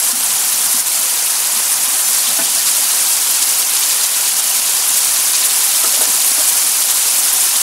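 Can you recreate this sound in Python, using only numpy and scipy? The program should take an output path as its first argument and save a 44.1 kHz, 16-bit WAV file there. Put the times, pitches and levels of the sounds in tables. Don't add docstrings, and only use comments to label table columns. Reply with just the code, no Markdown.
import sys
import numpy as np
from scipy import signal
from scipy.fft import rfft, irfft
from scipy.io import wavfile
from scipy.ndimage import uniform_filter1d

SR = 44100
rng = np.random.default_rng(int(sys.argv[2]) if len(sys.argv) > 2 else 0)


def unload_audio(sound):
    columns = np.transpose(np.atleast_2d(sound))
    steps = np.round(np.clip(columns, -1, 1) * 32767)
    wavfile.write(sys.argv[1], SR, steps.astype(np.int16))


def ratio(d):
    e = np.asarray(d, float) / 20
    return 10 ** e


N = 336042

# (frequency [Hz], density [dB per Hz])
FIZZ_SPECTRUM = [(3500, -23), (5000, -10), (7000, -4.5), (8500, -2.5), (10000, 0.5), (12000, -6),
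                 (13200, -4.5), (15500, -11.5), (19000, -13.5)]
# (frequency [Hz], density [dB per Hz])
BUBBLING_SPECTRUM = [(1800, -51), (2600, -6), (3200, -6.5), (3700, -9), (4200, -3.5), (6000, -5),
                     (7500, -2), (10000, -29)]
# (time [s], level [dB])
SIMMER_VIGOUR = [(0, -15.5), (.78, -15.5), (.9, -15), (1.3, -16.5), (2.1, -15), (2.4, -16), (2.85, -14.5),
                 (3.6, -15.5), (4.2, -16), (5.0, -15), (6.4, -14), (6.75, -14), (7.62, -14)]
# (time [s], lift [dB])
FIZZ_FLARES = [(.09, 2), (.31, 1), (.49, 1), (.66, 2), (.725, 3), (.80, 2.5), (.835, -1), (1.82, 0),
               (2.09, 2), (2.78, 3), (3.31, 3), (3.43, 2.5), (3.6, 1.5), (3.81, 2), (3.925, 2.5),
               (4.39, 1.5), (4.985, 3.5), (5.3, 1.5), (5.455, 2), (5.63, 0.5), (5.755, 2), (6.02, 2),
               (6.15, 2), (6.28, 2.5), (6.485, 4.5), (6.91, 4.5), (7.0, -1), (7.09, -1), (7.18, 1.5),
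               (7.41, 3)]
# (time [s], lift [dB])
SAUCE_BLISTERS = [(.1, 0), (.31, 3.5), (.92, 2), (.98, 1), (1.57, 3.5), (2.275, 4.5), (2.46, 2.5),
                  (2.68, 6), (3.0, 1.5), (3.36, 3), (3.77, 5), (3.83, 4), (3.91, 4), (4.04, 3.5),
                  (4.245, 1), (4.5, 1), (4.78, 1), (5.03, 2.5), (5.355, 5.5), (5.43, 4.5), (5.51, 3),
                  (5.62, 2), (5.755, 4), (5.955, 4), (6.22, 4.5), (6.83, 3.5), (6.9, 3), (6.97, 2.5),
                  (7.25, 0), (7.56, 1.8)]
FLARE_S, BLISTER_S = 0.0086, 0.0099
BUBBLE_DB, BUBBLE_FOLLOWS = -23, 0.14
SETTLES_S, SETTLING_S, SETTLED_DB = 2.1, 0.018, 2

# (time [s], peak [dB], pitch [Hz], gain-control dip that follows [dB])
FAT_SPITS = [(0.0009, 11, 11200, 0.5), (0.123, 3, 8700, 4.5), (0.2087, 8, 8600, 0.5),
             (0.8139, 2, 9000, 4.5), (0.862, 7, 8500, -1.5), (0.8843, 6, 9300, 3), (0.8295, 3, 9000, 1.5),
             (2.416, -8, 6700, 0), (2.457, 2, 9000, 1.5), (3.0086, 4, 8600, -1), (3.182, -6, 8400, 1),
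             (3.386, -5, 8800, 0), (3.6328, -1, 10100, 2.5), (4.0123, 2, 7200, 0), (4.0653, -3, 9000, 2),
             (4.3443, 3, 10000, 2.5), (4.6195, 6, 10300, 1), (4.696, 4, 9500, 0.5), (5.2833, 9, 10900, 0.5),
             (5.4722, -4, 9100, 1), (5.9426, 3, 10800, 1), (6.0552, 12, 6700, 0.5), (6.15, 9, 8900, 1),
             (6.6281, 10, 10200, 1.5), (6.665, 9, 8900, -0.5), (6.6984, 0, 10200, 2.5),
             (6.829, -1, 11300, 4.5), (6.9245, 5, 6800, 1), (7.1012, -2, 10600, 1), (7.49, -1, 9000, 1)]
SMALL_SPITS, SMALL_SPIT_DB, SMALL_SPIT_HZ = 40, 0, 9500

# (time [s], peak [dB], pitch [Hz])
HOLLOW_THUDS = [(0.129, -19, 245), (0.17, -25, 277), (0.74, -21, 256), (1.559, -28, 229), (1.872, -29, 261),
                (1.928, -33, 264), (2.089, -33, 254), (2.274, -26, 248), (2.31, -29, 243),
                (2.387, -20, 297), (2.406, -21, 270), (2.399, -24, 185), (5.836, -31, 358),
                (5.859, -30, 253), (5.926, -37, 393), (5.988, -27, 260), (6.007, -32, 296),
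                (6.072, -26, 286), (6.091, -27, 205), (6.259, -32, 340), (6.309, -31, 274),
                (6.378, -25, 301), (6.509, -38, 325), (6.635, -28.5, 314)]
# (time [s], peak [dB], main mode [Hz], second mode [Hz], third mode [Hz])
WOOD_CLACKS = [(2.3, -27, 755, 1000, 1250), (2.386, -16.5, 666, 872, 991), (2.386, -21, 1480, 1260, 1760),
               (5.836, -18.5, 666, 456, 1280), (5.839, -20, 1250, 1360, 1060), (5.93, -26, 560, 420, 1170),
               (5.97, -23, 640, 613, 904), (6.008, -17, 633, 448, 890), (6.072, -24.5, 472, 694, 1000),
               (6.375, -22.5, 623, 800, 760), (6.391, -25.5, 612, 560, 730)]
THUD_T60_S, CLACK_T60_S, SCUFF_T60_S = 0.1, 0.17, 0.1

# (frequency [Hz], density [dB per Hz])
FLAME_SPECTRUM = [(60, -40), (130, -38), (200, -14), (270, -11.5), (380, -11), (500, -9.5), (750, -3),
                  (1200, 0), (2500, -2.5), (3400, -9.5), (5000, -55)]
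# (frequency [Hz], width [Hz], lift [dB])
STOVE_HOLLOWS = [(260, 48, 2), (506, 7, 8.5), (636, 10, 5), (755, 75, 5), (991, 85, 4)]
FLAME_DB, FLAME_FOLLOWS = -27, 0.091

# (start [s], end [s], lift [dB])
SPATULA_STROKES = [
    (.18, .35, 12),
    (.45, .85, 9),
    (.95, 1.05, 8),
    (1.75, 1.85, 10),
    (2.05, 2.152, 12),
    (2.28, 2.65, 11),
    (5.8, 6.25, 6),
]
RUMBLE_DB, RUMBLE_FALL_DB_PER_S, STROKE_EDGE_S = -53, 0.5, 0.04

# (frequency [Hz], gain [dB])
MIC_RESPONSE = [(20, -38), (100, -19), (160, -10.5), (220, -0.9), (11000, 0.32), (12500, 1.5),
                (13000, -3.5), (15700, -0.5)]
MIC_TOP_HZ, SELF_NOISE_DB = 15740, -47.5
DUCK_ATTACK_S, DUCK_RECOVERY_S = 0.0013, 0.044
CONTRAST = 0.055
# (time [s], low edge [Hz], high edge [Hz], level [dB])
SIDE_FLECKS = [
    (.901, 8200, 9700, -30),
    (.901, 13000, 14500, -35),
    (1.737, 10300, 11800, -27),
    (2.062, 5600, 6900, -28),
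    (3.711, 13000, 14500, -35),
    (4.477, 13800, 15200, -33),
]


def sizzle(fizz_db, bubble_db):
    fits = drift(16.0)
    fizz = ratio(-4.0) * bursts(FIZZ_SPECTRUM, 8000, 2.2 * fits, 4.8, 20.4, 0.78, count=16)
    fizz = fizz + ratio(-1.5) * hiss(FIZZ_SPECTRUM, 0.083 * fits, 1.3, 42.0)
    fizz = fizz + ratio(-14.0) * bursts(FIZZ_SPECTRUM, 500, 2.7 * fits, 3.0, 120.0, 1.1, count=19)
    boil = ratio(-8.0) * bursts(BUBBLING_SPECTRUM, 2500, 2.0 * fits, 2.3, 23.5, 0.59, count=13)
    boil = boil + ratio(-1.0) * hiss(BUBBLING_SPECTRUM, 0.14 * fits, 1.84, 37.0)
    boil = boil + ratio(-10.0) * bursts(BUBBLING_SPECTRUM, 300, 1.5 * fits, 1.6, 90.0, 2.3, count=19)
    return ratio(fizz_db) * fizz + ratio(bubble_db) * boil


def bursts(spectrum, per_s, fits_db, spread_db, cycles, own_db, count):
    heights_db = spread_db * np.minimum(rng.exponential(1, N), 4.2)
    sizes = ratio(heights_db) * rng.choice([-1, 1], N)
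    born = sizes * (rng.random(N) < per_s * ratio(fits_db) / SR)
    pitches = np.geomspace(spectrum[0][0], spectrum[-1][0], count)
    dealt = rng.integers(0, count, N)
    out = 0
    for k, hz in enumerate(pitches):
        gain = ratio(at_hz(spectrum, hz) + own_db * drift(4.5)) * np.sqrt(hz)
        out = out + gain * unit_rms(ring(born * (dealt == k), hz, cycles / hz))
    return unit_rms(out)


def hiss(spectrum, shared_db, own_db, rate):
    out, white = 0, rng.standard_normal((2, N))
    edges = spectrum[0][0] * 2 ** np.arange(0, 9, 1 / 3)
    edges = edges[edges < spectrum[-1][0] * 1.13]
    for k, (low, high) in enumerate(zip(edges, edges[1:])):
        band = band_pass(white[k % 2], low, high)
        level_db = at_hz(spectrum, np.sqrt(low * high)) + shared_db + own_db * drift(rate)
        out = out + band * ratio(level_db)
    return unit_rms(out)


def spits():
    size = 300
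    out, click = np.zeros(N + size), np.zeros(size)
    click[0] = 1
    crack = np.diff(click, prepend=0)
    chance = rng.random((SMALL_SPITS, 3))
    small_s = N / SR * chance[:, 0] ** 0.6
    small_db = SMALL_SPIT_DB + 6 * (chance[:, 1] - 0.5)
    small_hz = SMALL_SPIT_HZ * (0.78 + 0.4 * chance[:, 2])
    small = np.transpose([small_s, small_db, small_hz])
    for s, peak_db, hz in [row[:3] for row in FAT_SPITS] + list(small):
        at = round(s * SR)
        out[at:at + size] += ratio(peak_db - 3.5) * (ring(click, hz, 8.0 / hz) + 0.3 * crack)
    return out[:N]


def knocks():
    size = SR // 3
    out, t = np.zeros(N + size), np.arange(size) / SR
    for s, peak_db, hz in HOLLOW_THUDS:
        thud = np.sin(2 * np.pi * hz * (t - 1.1 * t ** 2))
        thud = thud + 0.3 * np.sin(2 * np.pi * 0.48 * hz * t)
        at = round(s * SR)
        out[at:at + size] += ratio(peak_db) * thud * knock_shape(t, 0.0052, THUD_T60_S)
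    scuffs = band_pass(rng.standard_normal((len(WOOD_CLACKS), size)), 350, 2000)
    for (s, peak_db, *modes_hz), scuff in zip(WOOD_CLACKS, scuffs):
        modes = np.array([1.2, 0.7, 0.8]) @ np.sin(2 * np.pi * np.outer(modes_hz, t))
        clack = modes * knock_shape(t, 0.0016, CLACK_T60_S)
        clack = clack + 6.0 * scuff * knock_shape(t, 0.0074, SCUFF_T60_S)
        at = round(s * SR)
        out[at:at + size] += ratio(peak_db - 6.0) * clack
    return out[:N]


def knock_shape(t, rise_s, t60):
    return (1 - np.exp(-t / rise_s)) * ratio(-60 * t / t60)


def flame(flame_db):
    roar = hiss(FLAME_SPECTRUM, 0.19 * drift(19.0), 0.73, 7.2)
    for hz, width_hz, lift_db in STOVE_HOLLOWS:
        b, a = signal.iirpeak(hz, hz / width_hz, fs=SR)
        roar = roar + (ratio(lift_db) - 1) * signal.lfilter(b, a, roar)
    return ratio(flame_db - 1.6) * unit_rms(roar)


def rumble():
    t = np.arange(N) / SR
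    shaken_db = 0
    for start, end, lift_db in SPATULA_STROKES:
        corners = [start - STROKE_EDGE_S, start, end, end + STROKE_EDGE_S]
        shaken_db = shaken_db + np.interp(t, corners, [0, lift_db, lift_db, 0])
    low = band_pass(rng.standard_normal(N), 110, 190)
    level_db = RUMBLE_DB - RUMBLE_FALL_DB_PER_S * t + shaken_db + 2.1 * drift(4.4)
    return ratio(level_db) * unit_rms(low)


def side_flecks():
    out, size = np.zeros(N), 2048
    for s, low_hz, high_hz, level_db in SIDE_FLECKS:
        band = band_pass(rng.standard_normal(size), low_hz, high_hz, order=6)
        at = round(s * SR) - size // 2
        out[at:at + size] += ratio(level_db + 3.0) * unit_rms(band) * np.hanning(size)
    return out * [[1], [-1]]


def swells(rows, half_s):
    t = np.arange(0, N, 20) / SR
    lift = sum(lift_db * np.exp(-((t - s) / half_s) ** 2 / 2) for s, lift_db in rows)
    return np.interp(np.arange(N) / SR, t, lift)


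def drift(rate):
    r = np.exp(-80 * np.pi * rate / SR)
    slow = signal.lfilter([1], [1, -2 * r, r * r], rng.standard_normal(N // 40 + 2002))[2000:]
    slow = slow - uniform_filter1d(slow, size=150)
    return np.interp(np.arange(N) / 40, np.arange(len(slow)), unit_rms(slow))


def ring(clicks, hz, t60):
    r, w = ratio(-60 / (t60 * SR)), 2 * np.pi * hz / SR
    return signal.lfilter([0, np.sin(w)], [1, -2 * r * np.cos(w), r * r], clicks + 1e-18)


def band_pass(x, low_hz, high_hz, order=2):
    sos = signal.butter(order, [low_hz, high_hz], "band", fs=SR, output="sos")
    return signal.sosfilt(sos, x)


def at_hz(points, hz):
    points_hz, points_db = np.transpose(points)
    return np.interp(np.log(hz), np.log(points_hz), points_db)


def unit_rms(x):
    return x / np.sqrt(np.mean(x ** 2) + 1e-20)


def ducking():
    t = np.arange(0, N, 20) / SR
    dip_db = 0
    for s, _, _, depth_db in FAT_SPITS:
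        after = np.maximum(t - s, 0)
        dip_db = dip_db + depth_db * (1 - np.exp(-after / DUCK_ATTACK_S)) * np.exp(-after / DUCK_RECOVERY_S)
    return ratio(-np.interp(np.arange(N) / SR, t, dip_db))


def noise_reducer(x):
    cells = signal.stft(x, nperseg=1024, noverlap=512)[2]
    power = np.abs(cells) ** 2 + 1e-14
    around = uniform_filter1d(uniform_filter1d(power, size=15, axis=0), size=3, axis=1)
    out = signal.istft(cells * (power / around) ** CONTRAST, nperseg=1024, noverlap=512)[1][:N]
    return out * np.std(x) / np.std(out)


def scene():
    t = np.arange(N) / SR
    heat_db = np.interp(t, *np.transpose(SIMMER_VIGOUR))
    swing_db = heat_db - heat_db.mean()
    settled = np.clip((t - SETTLES_S) / SETTLING_S, 0, 1)
    fizz_db = heat_db - 0.4 + swells(FIZZ_FLARES, FLARE_S)
    bubble_db = BUBBLE_DB + BUBBLE_FOLLOWS * swing_db + SETTLED_DB * settled
    bubble_db = bubble_db + swells(SAUCE_BLISTERS, BLISTER_S)
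    mono = sizzle(fizz_db, bubble_db) + spits() + knocks()
    mono = mono + flame(FLAME_DB + FLAME_FOLLOWS * swing_db) + rumble()
    return np.array([mono, mono])


def band_limit(x):
    return signal.sosfilt(signal.butter(12, 16810, fs=SR, output="sos"), x)


def record(dry):
    hz = np.fft.rfftfreq(N, 1 / SR) + 1
    ducked = dry.mean(axis=0) * ducking()
    rounded = ducked / (1 + np.abs(ducked / 1.03) ** 4) ** (1 / 4)
    coloured = rfft(noise_reducer(rounded)) * ratio(at_hz(MIC_RESPONSE, hz))
    self_noise = ratio(SELF_NOISE_DB) * rng.standard_normal(N) * ratio(5.0 * drift(2.0))
    heard = irfft((coloured + rfft(self_noise)) * (hz < MIC_TOP_HZ), N)
    return band_limit(np.clip(heard + side_flecks(), -1.08, 1.08))


dry = scene()
out = record(dry)
unload_audio(out)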